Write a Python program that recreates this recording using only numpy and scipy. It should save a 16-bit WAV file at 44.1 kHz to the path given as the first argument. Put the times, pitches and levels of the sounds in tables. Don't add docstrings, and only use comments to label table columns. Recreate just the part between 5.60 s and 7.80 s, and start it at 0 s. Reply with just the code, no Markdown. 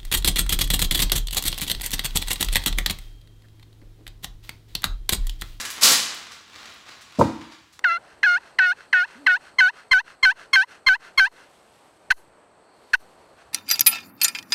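import sys
import numpy as np
from scipy import signal
from scipy.io import wavfile
from scipy.ndimage import uniform_filter1d

SR = 44100
rng = np.random.default_rng(int(sys.argv[2]) if len(sys.argv) > 2 else 0)


def volts_from_decibels(level):
    exponent = np.asarray(level, float) / 20
    return 10 ** exponent


def unload_wav(signal):
    wavfile.write(
        sys.argv[1],
        SR,
        np.round(np.clip(np.atleast_2d(signal).T, -1, 1) * 32767).astype(np.int16),
    )


N = 97020


def rip():
    # time_s, level_db
    tearing = [
        (.21, -35),
        (.214, -29),
        (.229, -17),
        (.236, -12.5),
        (.29, -19),
        (.33, -19),
        (.37, -42),
        (.42, -78),
    ]
    # frequency_hz, density_db (dB per Hz)
    fibre_colour = [(59, -39), (100, -32.5), (210, -13.5), (389, -16.5), (491, -13), (2170, -8.5),
                    (4370, -0.5), (11400, -5), (15900, -13.5)]
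    edge_hz, edge_wander, edge_width_hz, edge_db = 4167, 0.45, 1100, -12.5

    speed = follow(tearing)
    fibres = clicks(rate=15000, spread_db=1.5) * volts_from_decibels(0.6 * wander(size=100))
    pitch_hz = edge_hz * (1 + edge_wander * wander(size=300))
    fibres = fibres + volts_from_decibels(edge_db) * evened(resonate(fibres, pitch_hz, edge_width_hz))
    bright = np.clip(speed / speed.max(), 0, 1) ** 0.74
    fast = colour(fibres, fibre_colour)
    slow = colour(fibres, fibre_colour, tilt_db=-2.0)
    return speed * (bright * fast + (1 - bright) * slow)


def snaps():
    # start_s, level_db, fade_s (to -60
    # dB), tilt_db (dB per octave)
    creases = [(0.001, -27.5, 0.085, 3.5), (.012, -27.5, 0.036, 7.5), (.052, -24.5, 0.073, 3.3),
               (0.102, -26.5, .03, 6.5), (.109, -28.5, 0.061, 10), (.545, -37.5, .05, 11),
               (0.712, -37.5, 0.15, 0), (1.013, -58, 0.012, -14), (1.056, -38, 0.032, -2),
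               (1.098, -44, .03, -0.5), (1.139, -50.5, 0.036, 14), (1.263, -46, 0.062, -4),
               (1.41, -44, 0.01, 0), (1.413, -42.5, 0.1, 2), (1.222, -50, .02, -8.5),
               (1.384, -49.5, .03, -4), (1.523, -46, 0.014, 0.4), (1.549, -42, 0.086, -3),
               (1.573, -42.5, 0.1, -3), (1.59, -33.5, 0.12, 3.9), (1.64, -45.5, .15, 0.5),
               (1.613, -26.5, 0.075, -6), (1.8103, -38, 0.09, -4.5), (1.914, -43.5, 0.16, -3),
               (1.95, -48.5, 0.028, -5), (1.283, -42.5, 0.061, -3.5), (.957, -53.5, 0.071, 5),
               (2.126, -50.5, 0.14, 3.5), (2.192, -34, 0.016, -2)]
    # frequency_hz, density_db (dB per Hz)
    pop_colour = [(120, -41), (250, -15.5), (520, -8.5), (1640, -2.5), (3750, 0), (7000, -6.5),
                  (11000, -14), (15900, -25.5)]
    rise_share, pop_share, pop_s, shiver_db = 0.06, 0.6, 0.008, 1.5

    t = np.arange(9000) / SR
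    out = np.zeros(N + len(t))
    for start_s, level_db, fade_s, tilt_db in creases:
        noise = rng.standard_normal(len(t))
        body = np.minimum(t / (rise_share * fade_s), 1) * volts_from_decibels(-60 * t / fade_s)
        pop = pop_share * volts_from_decibels(-60 * t / pop_s)
        shiver = volts_from_decibels(shiver_db * evened(uniform_filter1d(noise[::-1], size=120)))
        snap = colour(noise * (body + pop) * shiver, pop_colour, tilt_db)
        out[round(start_s * SR):][:len(t)] += volts_from_decibels(level_db) * snap
    return out[:N]


def rustle():
    # time_s, level_db
    handling = [(0, -37.5), (.03, -40.5), (.12, -47.5), (.19, -44), (.5, -42.5), (.72, -51), (.84, -59.5),
                (.92, -50.5), (.96, -48), (1.09, -49), (1.2, -54), (1.25, -56), (1.28, -46), (1.4, -58),
                (1.53, -55.5), (1.9, -58.5), (2.05, -92), (2.2, -75)]
    # frequency_hz, density_db (dB per Hz)
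    crinkle_colour = [(59, -7), (100, -7.5), (177, -15), (215, -2.5), (365, -3.5), (451, -4), (1720, -1.5),
                      (4010, -1.5), (15900, -29)]
    crinkles = clicks(rate=2400, spread_db=3.5) * volts_from_decibels(1.5 * wander(size=250))
    return colour(crinkles * follow(handling, after_db=-75), crinkle_colour)


def knock():
    # start_s, contact_s, table_db, layers_db, core_db
    blows = [
        (1.586, 0.0012, -9.5, -14.5, -34),
        (1.5928, .0006, -35, -8.5, -17),
        (1.603, 0.00072, -33, -9.5, -18),
        (1.6106, 0.0005, -15.5, -6, -2.5),
        (1.619, 0.0012, -16, -5.5, -28.5),
        (1.626, 0.00077, -25, -15.5, -22),
        (1.641, .002, -16, -45.5, -44.5),
        (1.694, .0006, -32, -27.5, -31.5),
        (1.81, 0.00078, -40, -63, -44),
    ]
    # frequency_hz, level_db, t60_s
    table_modes = [(70, -7, 0.13), (95.6, -9, 0.12), (128.6, -4, 0.094), (165.5, -11.5, 0.23),
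                   (226.7, 8, 0.068), (224.7, -6.5, 0.33), (260.8, -9.5, 0.29), (290, -17.5, .55),
                   (318.7, -15, 0.67), (335.3, -21, 0.62)]
    # frequency_hz, level_db, t60_s
    layer_modes = [(369, -5.5, 0.051), (478, -2, 0.043), (523.5, -2.5, 0.088), (612, 2, 0.03),
                   (739, -17, 0.33), (564, -16.5, 0.1), (832, -27, 0.4)]
    # frequency_hz, level_db, t60_s
    core_modes = [(905, -1, 0.039), (1008, -0.5, .03), (1290, -4.5, 0.015), (1580, -28, .03)]

    t = np.arange(SR // 2) / SR
    out = np.zeros(N + SR)
    bodies = np.array([ring(table_modes, t), ring(layer_modes, t), ring(core_modes, t)])
    for start_s, contact_s, *shares_db in blows:
        push = np.sin(np.pi * np.clip(t[:300] / contact_s, 0, 1)) ** 2
        ringing = volts_from_decibels(np.array(shares_db)) @ bodies
        blow = signal.fftconvolve(ringing, push / push.sum())[:len(t)]
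        out[round(start_s * SR):][:len(t)] += blow
    return out[:N]


def ring(modes, t):
    rise_cycles = 1.47
    total = np.zeros(len(t))
    for k, (hz, db, t60) in enumerate(modes):
        swell = 1 - np.exp(-t * hz / rise_cycles)
        total += (-1) ** k * volts_from_decibels(db - 60 * t / t60) * swell * np.sin(2 * np.pi * hz * t)
    return total


def room(x):
    # frequency_hz, t60_s
    decay = [(100, .6), (400, 0.44), (1040, 0.59), (2760, 0.67), (7280, 0.56), (15000, .3)]
    first_echo_s, spacing, turns_hz = 0.0052, 20, 7

    out = np.zeros(N)
    slots = np.arange(0, SR - spacing, spacing)
    for k in range(3):
        place = slots + rng.integers(0, spacing, len(slots))
        onset = np.clip(place / SR / first_echo_s - 1, 0, 1)
        taps = np.zeros(SR)
        taps[place] = rng.choice([-1., 1.], len(slots)) * onset
        hz, t, bands = signal.stft(taps, SR, nperseg=256)
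        fading = bands * volts_from_decibels(-60 * t / read(decay, hz)[:, None])
        tail = signal.istft(fading, SR, nperseg=256)[1]
        share = np.sqrt(2 / 3) * np.cos(np.pi * (np.arange(N) / SR * 2 * turns_hz + k / 3))
        out += signal.fftconvolve(x * share, tail / np.linalg.norm(tail))[:N]
    return out


def air():
    # frequency_hz, density_db (dB per Hz)
    hiss_colour = [(30, -24.5), (60, 2.3), (200, 0.5), (600, -7), (1200, -4), (4000, -8), (8000, -15.5),
                   (15900, -27)]
    return volts_from_decibels(-61.0) * colour(rng.standard_normal(N), hiss_colour)


def clicks(rate, spread_db):
    happens = rng.random(N) < rate / SR
    size = volts_from_decibels(spread_db * np.minimum(rng.exponential(1, N), 5))
    return evened(rng.choice([-1., 1.], N) * size * happens)


def wander(size):
    smooth = uniform_filter1d(rng.standard_normal(N), size=size)
    return evened(uniform_filter1d(smooth, size=size))


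def resonate(x, hz, width):
    carrier = np.exp(2j * np.pi * np.cumsum(hz) / SR)
    r = np.exp(-np.pi * width / SR)
    return 2 * (carrier * signal.lfilter([1 - r], [1, -r], x / carrier)).real


def colour(x, points, tilt_db=0.):
    hz = abs(np.fft.fftfreq(4096, 1 / SR))
    gain_db = read(points, hz) + tilt_db * np.log2((hz + 50) / 4000)
    log_gain = np.log(volts_from_decibels(gain_db))
    taps = np.fft.ifft(np.exp(np.conj(signal.hilbert(log_gain)))).real[:2048]
    return signal.oaconvolve(x, taps / np.linalg.norm(taps))[:len(x)]


def read(points, hz):
    f, value = np.transpose(points)
    return np.interp(np.log(hz + 1), np.log(f + 1), value)


def follow(curve, after_db=-150):
    s, db = np.transpose(curve)
    return volts_from_decibels(np.interp(np.arange(N) / SR, s, db, -150, after_db))


def evened(x):
    return x / np.sqrt(np.mean(x ** 2) + 1e-20)


def scene():
    hang_hz, hang_width_hz, hang_db, slack_s = 1670, 118, 3.5, 0.22
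    paper_room_db, knock_room_db = -1.65, -16

    paper = snaps() + rustle()
    thud = knock()
    taut = paper * np.clip(1 - (np.arange(N) / SR / slack_s) ** 2, 0, 1)
    hang = volts_from_decibels(hang_db) * resonate(taut, np.full(N, hang_hz), hang_width_hz)
    paper = paper + rip() + hang
    echoes = room(volts_from_decibels(paper_room_db) * paper + volts_from_decibels(knock_room_db) * thud)
    mono = paper + thud + echoes + air()
    return np.array([mono, mono])


def top_cut(x):
    return signal.sosfilt(signal.butter(12, 16090, fs=SR, output="sos"), x)


def record(dry):
    # frequency_hz, gain_db
    capsule = [(30, 5), (600, -2.5), (1100, 2), (3000, -1.1), (7000, 0.5), (8000, 0.5), (8800, -2.5),
               (16000, -0.5)]
    low_hz, limit, top_hz = 55, 2.5, 15850

    x = np.array([colour(channel, capsule) for channel in dry])
    x = signal.sosfilt(signal.butter(2, low_hz, "high", fs=SR, output="sos"), x)
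    x = limit * np.tanh(x / limit)
    low_pass = signal.firwin(1023, top_hz, window=("kaiser", 9), fs=SR)
    mix = signal.oaconvolve(x, low_pass[None], "same")
    return top_cut(mix)


dry = scene()
out = record(dry)
unload_wav(out)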